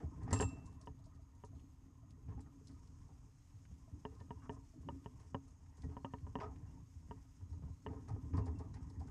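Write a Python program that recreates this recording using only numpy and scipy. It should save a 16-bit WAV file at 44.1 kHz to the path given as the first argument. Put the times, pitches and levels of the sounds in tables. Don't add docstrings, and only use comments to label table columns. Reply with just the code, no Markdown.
import sys
import numpy as np
from scipy import signal
from scipy.fft import rfft, irfft, next_fast_len
from scipy.io import wavfile
from scipy.ndimage import uniform_filter1d

SR = 44100
rng = np.random.default_rng(int(sys.argv[2]) if len(sys.argv) > 2 else 0)


def invert_db(x):
    u = np.asarray(x, float) / 20
    return 10 ** u


def put_to_file(sound):
    columns = np.atleast_2d(sound).T
    safe = np.clip(columns, -1, 1)
    whole_steps = np.round(safe * 32767)
    wavfile.write(sys.argv[1], SR, whole_steps.astype(np.int16))


N = 401310

# t/s, motion level/dB, rubbing level/dB
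HANDS = [(0.0, -51, -75.5), (0.33, -38, -51), (0.61, -50, -67), (1.1, -56.5, -76), (1.67, -64, -77),
         (2.2, -54.5, -80.5), (2.56, -55.5, -78), (3.22, -57.5, -73.5), (3.6, -62.5, -81.5),
         (4.1, -54, -71.5), (4.55, -51, -76), (5.0, -57.5, -77.5), (5.65, -60, -75), (6.5, -48, -71),
         (7.2, -54.5, -77), (7.95, -50, -73.5), (8.45, -45, -70), (9.1, -50, -71)]
# t/s, depth/dB
PAUSES = [
    (3.4, 23),
    (4.0, 6.5),
    (4.68, 14),
    (6.92, 9.5),
    (7.33, 10.5),
    (7.83, 17),
]
# t/s, sway level/dB, post hum level/dB
PULLS = [(0.02, -33.5, -56), (0.33, -33.5, -49), (0.43, -34.5, -51.5), (0.9, -49.5, -72),
         (1.541, -48.5, -62), (1.86, -58.5, -70.5), (2.03, -56, -72), (2.291, -43.5, -71),
         (2.37, -42.5, -61), (2.71, -61, -65), (3.72, -48.5, -78), (3.95, -48, -63.5), (4.33, -57, -76),
         (4.51, -51, -62), (4.78, -67, -62.5), (4.887, -41, -55), (5.12, -49.5, -73), (5.35, -44.5, -73),
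         (5.872, -40, -60.5), (6.13, -64, -76), (6.26, -42.5, -78), (6.362, -54, -61), (6.69, -62, -87),
         (7.632, -39, -86), (7.891, -41, -55), (8.138, -38, -58), (8.354, -33.5, -49.5), (8.52, -43.5, -54),
         (8.76, -44, -63), (9.0, -38, -61)]
# f/Hz, width/Hz, level/dB
SWAY_MODES = [(42, 27, -10), (66.5, 20.9, 2), (80, 29.5, 1.5), (114.8, 24.4, -3.5), (159.4, 35.7, -9.5)]
# f/Hz, width/Hz, level/dB
RUB_MODES = [(425.5, 42.3, -3), (650, 48, -12.5), (784, 100, -12), (929.4, 51, 0.5), (1039, 45, 2),
             (1141, 44, -10.5), (1241, 52, -3), (1590, 500, -23), (1900, 160, -15)]
# t/s, peak level/dB, f/Hz
JOLTS = [(0.243, -30, 93), (0.321, -22, 99), (2.282, -44, 89.6), (3.538, -43, 102), (5.836, -32.5, 61),
         (5.887, -35.5, 78.4), (6.228, -37.5, 80.6), (6.66, -38.5, 87), (6.955, -39.5, 81),
         (7.421, -36.5, 86.5), (7.512, -33, 83), (7.699, -34, 86.7), (8.107, -32, 102.3),
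         (8.328, -24, 87.3), (8.374, -22, 99.7), (8.43, -37.5, 80.7), (8.476, -29, 79)]
# t/s, peak level/dB, brightness/dB, t60/s
SCUFFS = [(0.0, -53.5, -14, 0.28), (0.5, -61.5, -11, 0.2), (0.277, -47.5, -16, 0.18),
          (0.307, -43, -14, 0.15), (0.333, -32, -33, 0.056), (0.358, -43.5, -8, 0.06),
          (0.404, -30.5, -29, 0.087), (0.424, -38, -21, 0.03), (2.282, -59.5, -10, 0.21),
          (2.689, -65, -9, 0.24), (2.39, -57, -8.5, 0.066), (2.468, -63.5, -33, 0.1),
          (4.518, -60, -24, 0.29), (5.192, -62.5, -9, 0.25), (4.83, -65, -18, 0.062),
          (3.089, -67.5, -27, 0.23), (5.832, -55.5, -11, 0.078), (5.892, -66, -8, 0.28),
          (6.4, -41, -9.5, 0.14), (6.425, -49, -26, 0.3), (7.527, -61.5, -17, 0.093),
          (7.88, -55, -20, 0.36), (8.078, -50, -19, 0.32), (8.156, -54, -27, 0.07),
          (8.332, -50, -13.5, 0.31), (8.375, -44, -23, 0.19), (8.464, -48.5, -17.5, 0.19),
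          (8.593, -55, -20, 0.26), (8.745, -60.5, -8, 0.29), (9.002, -58, -15.5, 0.25),
          (0.215, -58, -15, 0.17), (2.322, -62, -15, 0.092), (4.115, -64, -18, 0.17),
          (4.455, -60, -22, .12), (4.56, -63, -22, 0.092), (5.775, -64.5, -12, .2), (5.91, -65, -22, .2),
          (6.41, -51, -7.5, 0.19), (7.406, -67, -12, 0.14), (7.625, -62, -15, .15), (7.67, -65, -14, 0.13),
          (7.93, -60, -16, 0.18), (9.08, -57.5, -13, .1)]
# f/Hz, level/dB per Hz
SCRAPE_SPECTRUM = [(1100, -22), (1500, 8), (1850, 6), (3000, -5), (4200, -15.5), (5200, -4), (7000, -20.5),
                   (12000, -50)]
# f/Hz, level/dB per Hz
YARD_SPECTRUM = [(12, -39.5), (30, -1.5), (70, 1.5), (127, -1), (206, -21.5), (275, -10), (367, -32),
                 (540, -33.5), (1040, -29.5), (1410, -35.5), (2000, -55.5), (4400, -120)]
# f/Hz, level/dB per Hz
HISS_SPECTRUM = [(1200, -29), (1800, -3.5), (3000, -5.5), (4500, -10.5), (4850, -4.5), (6600, -7.5),
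                 (8000, -6), (9600, -14.5), (11000, -13), (13400, -13.5), (15000, -46)]
# start t/s, end t/s, f/Hz, level/dB
CRICKETS = [(1.45, 1.8, 4240, -96), (2.65, 3.0, 4240, -93), (3.27, 3.648, 4270, -94),
            (3.3, 3.596, 4000, -95), (3.93, 4.35, 4170, -93), (4.583, 4.92, 4310, -91),
            (5.896, 6.297, 4310, -86.5), (7.38, 7.67, 4110, -92), (7.47, 7.64, 3870, -94),
            (7.67, 7.82, 4000, -90), (7.69, 7.95, 4320, -89), (8.64, 8.76, 4150, -92)]
# t/s, peak level/dB, colour f/Hz
SLIPS = [(0.2293, -60, 6860), (0.307, -48.5, 5100), (0.3288, -33, 7300), (0.351, -48, 5200),
         (0.372, -49, 5000), (0.388, -47, 5530), (0.4064, -36.5, 7100), (0.419, -44.5, 7260),
         (0.488, -57, 5410), (0.657, -57.5, 6460), (0.812, -57, 5330), (0.857, -62.5, 5850),
         (1.055, -65, 5500), (1.446, -60, 6400), (2.405, -61, 7500), (2.67, -56.5, 5000),
         (2.7105, -66, 4630), (3.0807, -68, 6510), (4.5241, -67, 6520), (5.198, -62, 5580),
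         (5.4786, -63, 6580), (5.769, -63, 6440), (5.838, -63.5, 6400), (6.403, -62, 5200),
         (8.083, -57.5, 5800), (8.3686, -54, 5040), (8.457, -56, 5360), (8.5867, -58, 5330),
         (8.74, -58, 5200), (8.8975, -62.5, 5330), (8.996, -63.5, 4920), (9.0714, -64, 6370),
         (0.4385, -58, 6400), (0.472, -61, 7300), (0.525, -65, 4000), (0.58, -71, 5000), (0.725, -69, 4000),
         (0.99, -73, 4000), (1.039, -67, 4840), (1.147, -70, 5400), (1.22, -74, 5000), (1.3489, -70, 6380),
         (1.551, -72, 4000), (7.525, -69, 4600), (7.91, -69, 4500)]
# t/s, peak level/dB, colour f/Hz
SNAPS = [(1.5953, -69, 2640), (2.106, -64, 4770), (2.8726, -66, 4860), (3.652, -63.5, 1660),
         (4.15, -68, 5420), (4.202, -64, 3900), (5.0426, -65, 1890), (5.661, -70, 1660), (5.82, -61, 4300),
         (6.1838, -66, 1800), (6.56, -64.5, 1900)]
# f/Hz, level/dB per Hz
RUSTLE_SPECTRUM = [(1760, -4.5), (3000, -9.5), (4240, -16), (5220, -0.5), (6420, -1), (7740, -4),
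                   (11100, -17.5), (14400, -56), (22000, -120)]
# t/s, peak level/dB, brightness/dB
BUMPS = [(0.218, -53, -21), (0.278, -38, -20), (2.282, -58, -11), (2.323, -49.5, -23), (2.377, -55, -16),
         (2.393, -52, -17), (2.462, -62, -13), (2.471, -53.5, -20), (2.523, -64, -21), (5.844, -56, -22),
         (5.89, -63, -22), (7.992, -62, -19), (8.088, -50, -19), (8.162, -48, -27), (8.184, -61, -26),
         (8.245, -56, -20), (8.287, -58, -17), (8.336, -44, -23), (8.377, -41, -20), (8.389, -40, -24),
         (8.451, -54, -19), (8.464, -46, -21), (8.539, -57, -21), (8.593, -52, -20), (8.741, -54, -12),
         (8.905, -60, -15), (8.94, -56, -25), (9.003, -56, -22), (9.08, -56, -13)]
# f/Hz, level/dB, t60/s
BUMP_LOW_MODES = [(149, -4, 0.025), (270, -2, .1), (428, 0, .08), (810, -3.5, .04), (927, -9.5, .04),
                  (1052, -6, .05)]
# f/Hz, level/dB, t60/s
BUMP_HIGH_MODES = [(1510, 6, .02), (1850, 4, .05), (1970, -10, 0.036), (2450, -5, .02)]
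# t/s, peak level/dB, brightness/dB, low push/dB
KNOCKS = [(0.329, -32.5, -21, 6), (0.3992, -33, -10, 7), (0.424, -39, -5.5, 13), (0.872, -44, -17, -14),
          (1.437, -48, -18, 3), (4.051, -38.5, -13, 2), (4.21, -52, -22, 11.5), (4.306, -43.5, -13, 10),
          (4.494, -38.5, -15, 5.5), (4.887, -38, -17, -6), (5.059, -44.5, -14.5, 10),
          (5.345, -34, -14, 4.5), (5.967, -43, -22.5, 6.5), (6.046, -37, -14, 2), (6.136, -42, -15, 6),
          (6.267, -51, -25, -8), (6.354, -34.5, -13, 2), (6.387, -45, -21, 12.5), (7.11, -43.5, -18, 7.5),
          (7.863, -39, -14.5, 3.5)]
# f/Hz, level/dB, t60/s
HOUSING_MODES = [(271.6, -6, 0.23), (430, 0, 0.1), (570, -2.5, 0.048), (703, -8, 0.04), (770, -10.5, 0.064),
                 (942.5, 7, 0.042), (1030, -20.5, 0.085), (1157, -33, 0.1), (1196, -22, 0.094)]
# f/Hz, level/dB, t60/s
CLAMP_MODES = [(1607, 4, 0.028), (1788, 5.5, 0.038), (1900, -25, 0.024), (2420, -4.5, 0.017),
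               (2760, -10, 0.045), (2913, 11, 0.017), (2763, -22, 0.22), (3000, 4.5, 0.01),
               (3660, -9, 0.015)]
# t/s, low ring level/dB, high ring level/dB
BAR_HITS = [
    (0.3296, -62, -43),
    (0.361, -60, -60),
    (0.4066, -72, -47),
    (0.4255, -55, -56),
]
# f/Hz, level/dB, t60/s
BAR_LOW_MODES = [(2676, 0, .62), (2686, -1, .2), (2795, -9, .1), (3040, -14, .1), (3316, -12, .07)]
# f/Hz, level/dB, t60/s
BAR_HIGH_MODES = [(5216, -12, .1), (5620, -20, .12), (6455, -19, .15), (6713, -19, .12), (7187, -11, .07),
                  (7546, 0, .26), (7526, -2, .1), (7650, -8, .12), (7790, -13, .1), (8317, -11, .08),
                  (8484, -19, .12), (9706, -15, .06)]
# t/s, peak level/dB, f/Hz
TAPS = [(0.995, -73, 660), (1.065, -69.5, 640), (1.192, -72, 660), (1.529, -71, 660), (1.573, -76, 402),
        (2.03, -74, 665), (2.179, -71, 428), (2.612, -69, 428), (3.877, -70, 650), (4.735, -71, 650),
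        (8.251, -65, 437), (5.846, -58, 430), (5.892, -58.5, 430), (5.9, -55, 275), (2.285, -47, 135),
        (2.38, -65, 830), (2.522, -77, 1000), (6.105, -79, 1800), (6.37, -58, 270), (5.84, -70, 1890),
        (4.2, -72.5, 1800), (5.352, -54, 428), (6.05, -63, 430)]
# t/s, peak level/dB, f/Hz
PINGS = [
    (4.4, -88, 2800),
    (6.67, -88, 2770),
    (8.42, -83.5, 2720),
    (8.555, -82, 2700),
]

PULL_RISE_DB_PER_S, SWAY_FALL_DB_PER_S, HUM_FALL_DB_PER_S = 264, 177.5, 82
HUM_BELOW_MOTION_DB, PAUSE_HALF_S = 18, 0.13
JOLT_T60_S = 0.16
SHIVER_DB, SHIVER_BRIGHT_DB, SHIVER_T60_S = -16, -17.5, 0.11
YARD_DB, HISS_DB, CHORUS_DB = -62, -85.5, -87.5
CRICKET_RISE_HZ_PER_S = 200.0
RUSTLE_DB, CALM_FROM_S, CALM_TO_S, CALM_DB = -77.5, 0.73, 2.6, 24
WIRE_RING_DB, WIRE_RING_T60_S = -17, 0.05
SQUEAK_S, SQUEAK_LENGTH_S, SQUEAK_HZ, SQUEAK_DB = 4.418, 0.066, 1120, -65.5


def seconds(length):
    return np.arange(length) / SR


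def rms_one(x):
    return x / np.sqrt(np.mean(x ** 2) + 1e-20)


def in_time(rows):
    s, *columns = np.transpose(rows)
    return [np.interp(seconds(N), s, c) for c in columns]


def drift(rate_hz):
    r = np.exp(-80 * np.pi * rate_hz / SR)
    noise = rng.standard_normal(N // 40 + 2002)
    slow = signal.lfilter([1], [1, -2 * r, r * r], noise)[2000:]
    return np.interp(np.arange(N) / 40, np.arange(len(slow)), rms_one(slow))


def ring(clicks, hz, t60_s):
    r = invert_db(-60 / (t60_s * SR))
    w = 2 * np.pi * hz / SR
    return signal.lfilter([0, np.sin(w)], [1, -2 * r * np.cos(w), r * r], clicks + 1e-18)


def resonate(x, hz, width_hz):
    r = np.exp(-np.pi * width_hz / SR)
    zeros = np.array([1, 0, -1]) * (1 - r * r) / 2
    return signal.lfilter(zeros, [1, -2 * r * np.cos(2 * np.pi * hz / SR), r * r], x)


def lowpass(x, hz, order):
    return signal.sosfilt(signal.butter(order, hz, fs=SR, output="sos"), x)


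def coloured(spectrum):
    hz, level_db = np.transpose(spectrum)
    size = next_fast_len(N)
    bins_hz = np.maximum(np.arange(size // 2 + 1) * SR / size, 1)
    shape = invert_db(np.interp(np.log(bins_hz), np.log(hz), level_db))
    return rms_one(irfft(rfft(rng.standard_normal(size)) * shape, size)[:N])


def grains(per_s, spread_db):
    sizes = invert_db(spread_db * np.minimum(rng.exponential(1, N), 5))
    signs = rng.choice([-1, 1], N)
    return sizes * signs * (rng.random(N) < per_s / SR)


def strike(times, peak_db, modes, scatter_db):
    at = np.round(np.array(times) * SR).astype(int)
    luck = rng.standard_normal((len(at), len(modes)))
    out = np.zeros(N)
    for k, (hz, level_db, t60_s) in enumerate(modes):
        clicks = np.zeros(N)
        clicks[at] = invert_db(np.array(peak_db) + level_db + scatter_db * luck[:, k])
        out += ring(clicks, hz, t60_s)
    return out


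def add(out, s, piece):
    i = round(s * SR)
    out[i:i + len(piece)] += piece[:N - i]


def evened(x, span_s):
    power = uniform_filter1d(x ** 2, round(span_s * SR))
    return rms_one(x / (power + 1e-12) ** 0.22)


def rubbed(x, low_db):
    out = 0
    for k, (hz, width_hz, level_db) in enumerate(RUB_MODES):
        gain = invert_db(level_db + low_db * (hz < 880) + 5.04 * drift(8.7))
        out = out + gain * (-1) ** k * resonate(resonate(x, hz, width_hz), hz, 3 * width_hz)
    return out


def swells(times, peak_db, fall_db_per_s):
    out = np.zeros(N)
    t = np.arange(-SR // 4, SR // 2) / SR
    shape = invert_db(np.minimum(PULL_RISE_DB_PER_S * t, -fall_db_per_s * t))
    for s, level_db in zip(times, peak_db):
        at = round(s * SR) - SR // 4 + np.arange(len(t))
        inside = (at >= 0) & (at < N)
        out[at[inside]] = np.maximum(out[at[inside]], invert_db(level_db) * shape[inside])
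    return out


def fence():
    move_db, rub_db = in_time(HANDS)
    t = seconds(N)
    still_db = sum(depth_db * np.clip(1 - np.abs(t - s) / PAUSE_HALF_S, 0, 1) for s, depth_db in PAUSES)
    s, sway_db, hum_db = np.transpose(PULLS)
    motion_db = move_db - still_db
    swing = np.hypot(invert_db(motion_db), swells(s, sway_db, SWAY_FALL_DB_PER_S))
    drone = np.hypot(invert_db(motion_db - HUM_BELOW_MOTION_DB), swells(s, hum_db, HUM_FALL_DB_PER_S))

    pushes = signal.lfilter([0.02], [1, -0.98], grains(120, spread_db=3.5))
    sway = 0
    for k, (hz, width_hz, level_db) in enumerate(SWAY_MODES):
        sway = sway + invert_db(level_db) * resonate(pushes, hz, width_hz) * (-1) ** k
    hum = resonate(resonate(grains(150, spread_db=2.0), 262.8, 30), 272.6, 90)
    rub = evened(rubbed(grains(700, spread_db=2.0), low_db=5.5), 0.029)
    rub = rub + invert_db(-18.5) * coloured(SCRAPE_SPECTRUM)

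    out = invert_db(-3.5) * swing * evened(sway, 0.067)
    out += invert_db(3.5) * drone * evened(hum, 0.13)
    return out + invert_db(rub_db - still_db - 4.0 + 2.04 * drift(4.4)) * rub


def scuffs():
    press, bright = np.zeros(N), np.zeros(N)
    t = seconds(SR // 2)
    shivers = [(s + 0.0016, db + SHIVER_DB, SHIVER_BRIGHT_DB, SHIVER_T60_S) for s, db, *_ in KNOCKS]
    for s, peak_db, bright_db, t60_s in list(SCUFFS) + shivers:
        swell = invert_db(peak_db - 60 * t / t60_s) * (1 - np.exp(-t / 0.0019))
        add(press, s, swell * (1 + 2.5 * np.exp(-t / 0.00079)))
        add(bright, s, swell * invert_db(bright_db))
    drive = evened(grains(2500, spread_db=1.5), 0.0055)
    scrape = invert_db(-5.0 + 2.3 * drift(98)) * bright * coloured(SCRAPE_SPECTRUM)
    return invert_db(10.5) * rubbed(press * drive, low_db=10.5) + scrape


def yard():
    out = invert_db(YARD_DB) * coloured(YARD_SPECTRUM)
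    out += invert_db(HISS_DB + 1.24 * drift(12) + 0.83 * drift(1.6)) * coloured(HISS_SPECTRUM)
    chorus = resonate(resonate(rng.standard_normal(N), 6610, 310), 6330, 700)
    return out + invert_db(CHORUS_DB + 2.0 * drift(24)) * rms_one(chorus)


def wires():
    out = np.zeros(N)
    t = seconds(SR // 5)
    for s, peak_db, hz in SLIPS:
        lumps = invert_db(3.3 * rng.standard_normal(len(t) // 44 + 1)).repeat(44)[:len(t)]
        crackle = rng.standard_normal(len(t)) * lumps
        hard = np.clip((peak_db + 50) / 22, 0, 1)
        band_hz = [3800 - 1300 * hard, 9000 + 1800 * hard]
        burst = signal.sosfilt(signal.butter(2, band_hz, "band", fs=SR, output="sos"), crackle)
        burst = rms_one(burst + 2.0 * resonate(crackle, hz, 820))
        rise = 1 - np.exp(-t / (0.0003 + 0.00059 * (1 - hard)))
        fall = invert_db(-60 * t / 0.083) + 0.29 * invert_db(-60 * t / 0.23)
        add(out, s, invert_db(peak_db - 11.5) * burst * rise * fall)
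    for s, peak_db, hz in SNAPS:
        spark = rng.standard_normal(len(t)) * invert_db(-60 * t / 0.046)
        snap = resonate(spark, hz, 0.5 * hz)
        add(out, s, invert_db(peak_db + 0.5) * snap / np.abs(snap).max())
    clock = seconds(N)
    calm = np.clip(np.minimum(clock - CALM_FROM_S, CALM_TO_S - clock) / 0.11, 0, 1)
    rustle_db = RUSTLE_DB - CALM_DB * calm - 6 + 2.64 * drift(25)
    out += invert_db(rustle_db) * coloured(RUSTLE_SPECTRUM)
    return signal.sosfilt(signal.cheby2(10, 45, 11700, fs=SR, output="sos"), out)


def bumps():
    s, peak_db, bright_db = np.transpose(BUMPS)
    low = strike(s, peak_db - 10.5, BUMP_LOW_MODES, scatter_db=5.0)
    high = strike(s, peak_db + bright_db - 9.5, BUMP_HIGH_MODES, scatter_db=4.0)
    return lowpass(low, 1250, order=4) + lowpass(high, 2500, order=4)


def wire_rings():
    out = np.zeros(N)
    t = seconds(SR // 5)
    luck = rng.random((len(SLIPS), 3, 6, 1))
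    for (s, peak_db, _), (pitch, size, length) in zip(SLIPS, luck):
        fade_db = -60 * t / (WIRE_RING_T60_S * (0.5 + 1.56 * length))
        level = invert_db(peak_db + WIRE_RING_DB - 11 * size + fade_db)
        modes = level * np.sin(2 * np.pi * 3900 * 2.5 ** pitch * t)
        add(out, s, modes.sum(axis=0) * (1 - np.exp(-t / 0.0004)))
    return out


def jolts():
    out = np.zeros(N)
    t = seconds(SR // 2)
    for s, peak_db, hz in JOLTS:
        swell = invert_db(peak_db + 1.5 - 60 * t / JOLT_T60_S) * (1 - np.exp(-t / 0.011))
        add(out, s, swell * np.sin(2 * np.pi * hz * t))
    return out


def clamp():
    s, peak_db, bright_db, push_db = np.transpose(KNOCKS)
    s = s + 0.0008
    out = strike(s, peak_db - 7.5, HOUSING_MODES, scatter_db=1.16)
    out += strike(s, peak_db + bright_db - 8, CLAMP_MODES, scatter_db=3.0)
    bounce_s = s + 0.00431 + 0.00043 * rng.standard_normal(len(s))
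    out += strike(bounce_s, peak_db - 12.5, HOUSING_MODES, scatter_db=2.0)
    out += strike(bounce_s, peak_db + bright_db - 23, CLAMP_MODES, scatter_db=7.0)
    recoil_modes = [(105, -3.5, 0.05), (150, -4.0, 0.025)]
    out -= strike(s, peak_db + push_db - 4, recoil_modes, scatter_db=1.5)
    crack_modes = [(5040, -5.0, 0.018), (6400, -1.0, 0.0093)]
    crack = strike(s, peak_db + bright_db - 19.0, crack_modes, scatter_db=7.5)
    return lowpass(out, 2900, order=6) + lowpass(crack, 7400, order=4)


def bar():
    s, low_db, high_db = np.transpose(BAR_HITS)
    rings = strike(s, low_db, BAR_LOW_MODES, scatter_db=1.5)
    rings += strike(s, high_db, BAR_HIGH_MODES, scatter_db=1.0)
    return rings * invert_db(0.8 * drift(21))


def taps():
    out = np.zeros(N)
    t = seconds(SR // 2)
    for rows, t60_s in ((TAPS, 0.09), (PINGS, 0.25)):
        for s, peak_db, hz in rows:
            swell = invert_db(peak_db + 6.5 - 60 * t / t60_s) * (1 - np.exp(-t / 0.0012))
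            add(out, s, swell * np.sin(2 * np.pi * hz * t))
    return out


def crickets():
    out = np.zeros(N)
    t = seconds(N)
    throb = 0.65 + 0.35 * np.sin(2 * np.pi * 38 * t + 0.6 * drift(4))
    broken_db = 2.5 * drift(15)
    for start, end, hz, level_db in CRICKETS:
        swell = np.sqrt(np.clip(1 - ((2 * t - start - end) / (end - start)) ** 2, 0, 1))
        glide = CRICKET_RISE_HZ_PER_S * (t - (start + end) / 2) ** 2 / 2
        cycles = hz * t + glide + np.cumsum(15 * drift(18)) / SR
        out += invert_db(level_db + broken_db) * swell * throb * np.sin(2 * np.pi * cycles)
    return out


def squeak():
    t = seconds(N) - SQUEAK_S
    held = np.clip(np.minimum(t / 0.0046, (SQUEAK_LENGTH_S - t) / 0.022), 0, 1)
    drag = grains(3000, spread_db=1.5)
    tone = resonate(resonate(drag, SQUEAK_HZ, 400), SQUEAK_HZ, 400)
    return invert_db(SQUEAK_DB) * held * rms_one(tone)


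def scene():
    mount = signal.butter(3, 50, "high", fs=SR, output="sos")
    felt = signal.sosfilt(mount, fence() + jolts() + clamp())
    contacts = scuffs() + bumps() + taps() + squeak()
    metal = wires() + lowpass(wire_rings(), 11000, order=8) + lowpass(bar(), 11500, order=12)
    return (felt + contacts + metal + yard() + crickets())[None]


def band_limit(x):
    return signal.sosfilt(signal.butter(12, 13460, fs=SR, output="sos"), x)


def record(dry):
    return band_limit(dry)


dry = scene()
out = record(dry)
put_to_file(out)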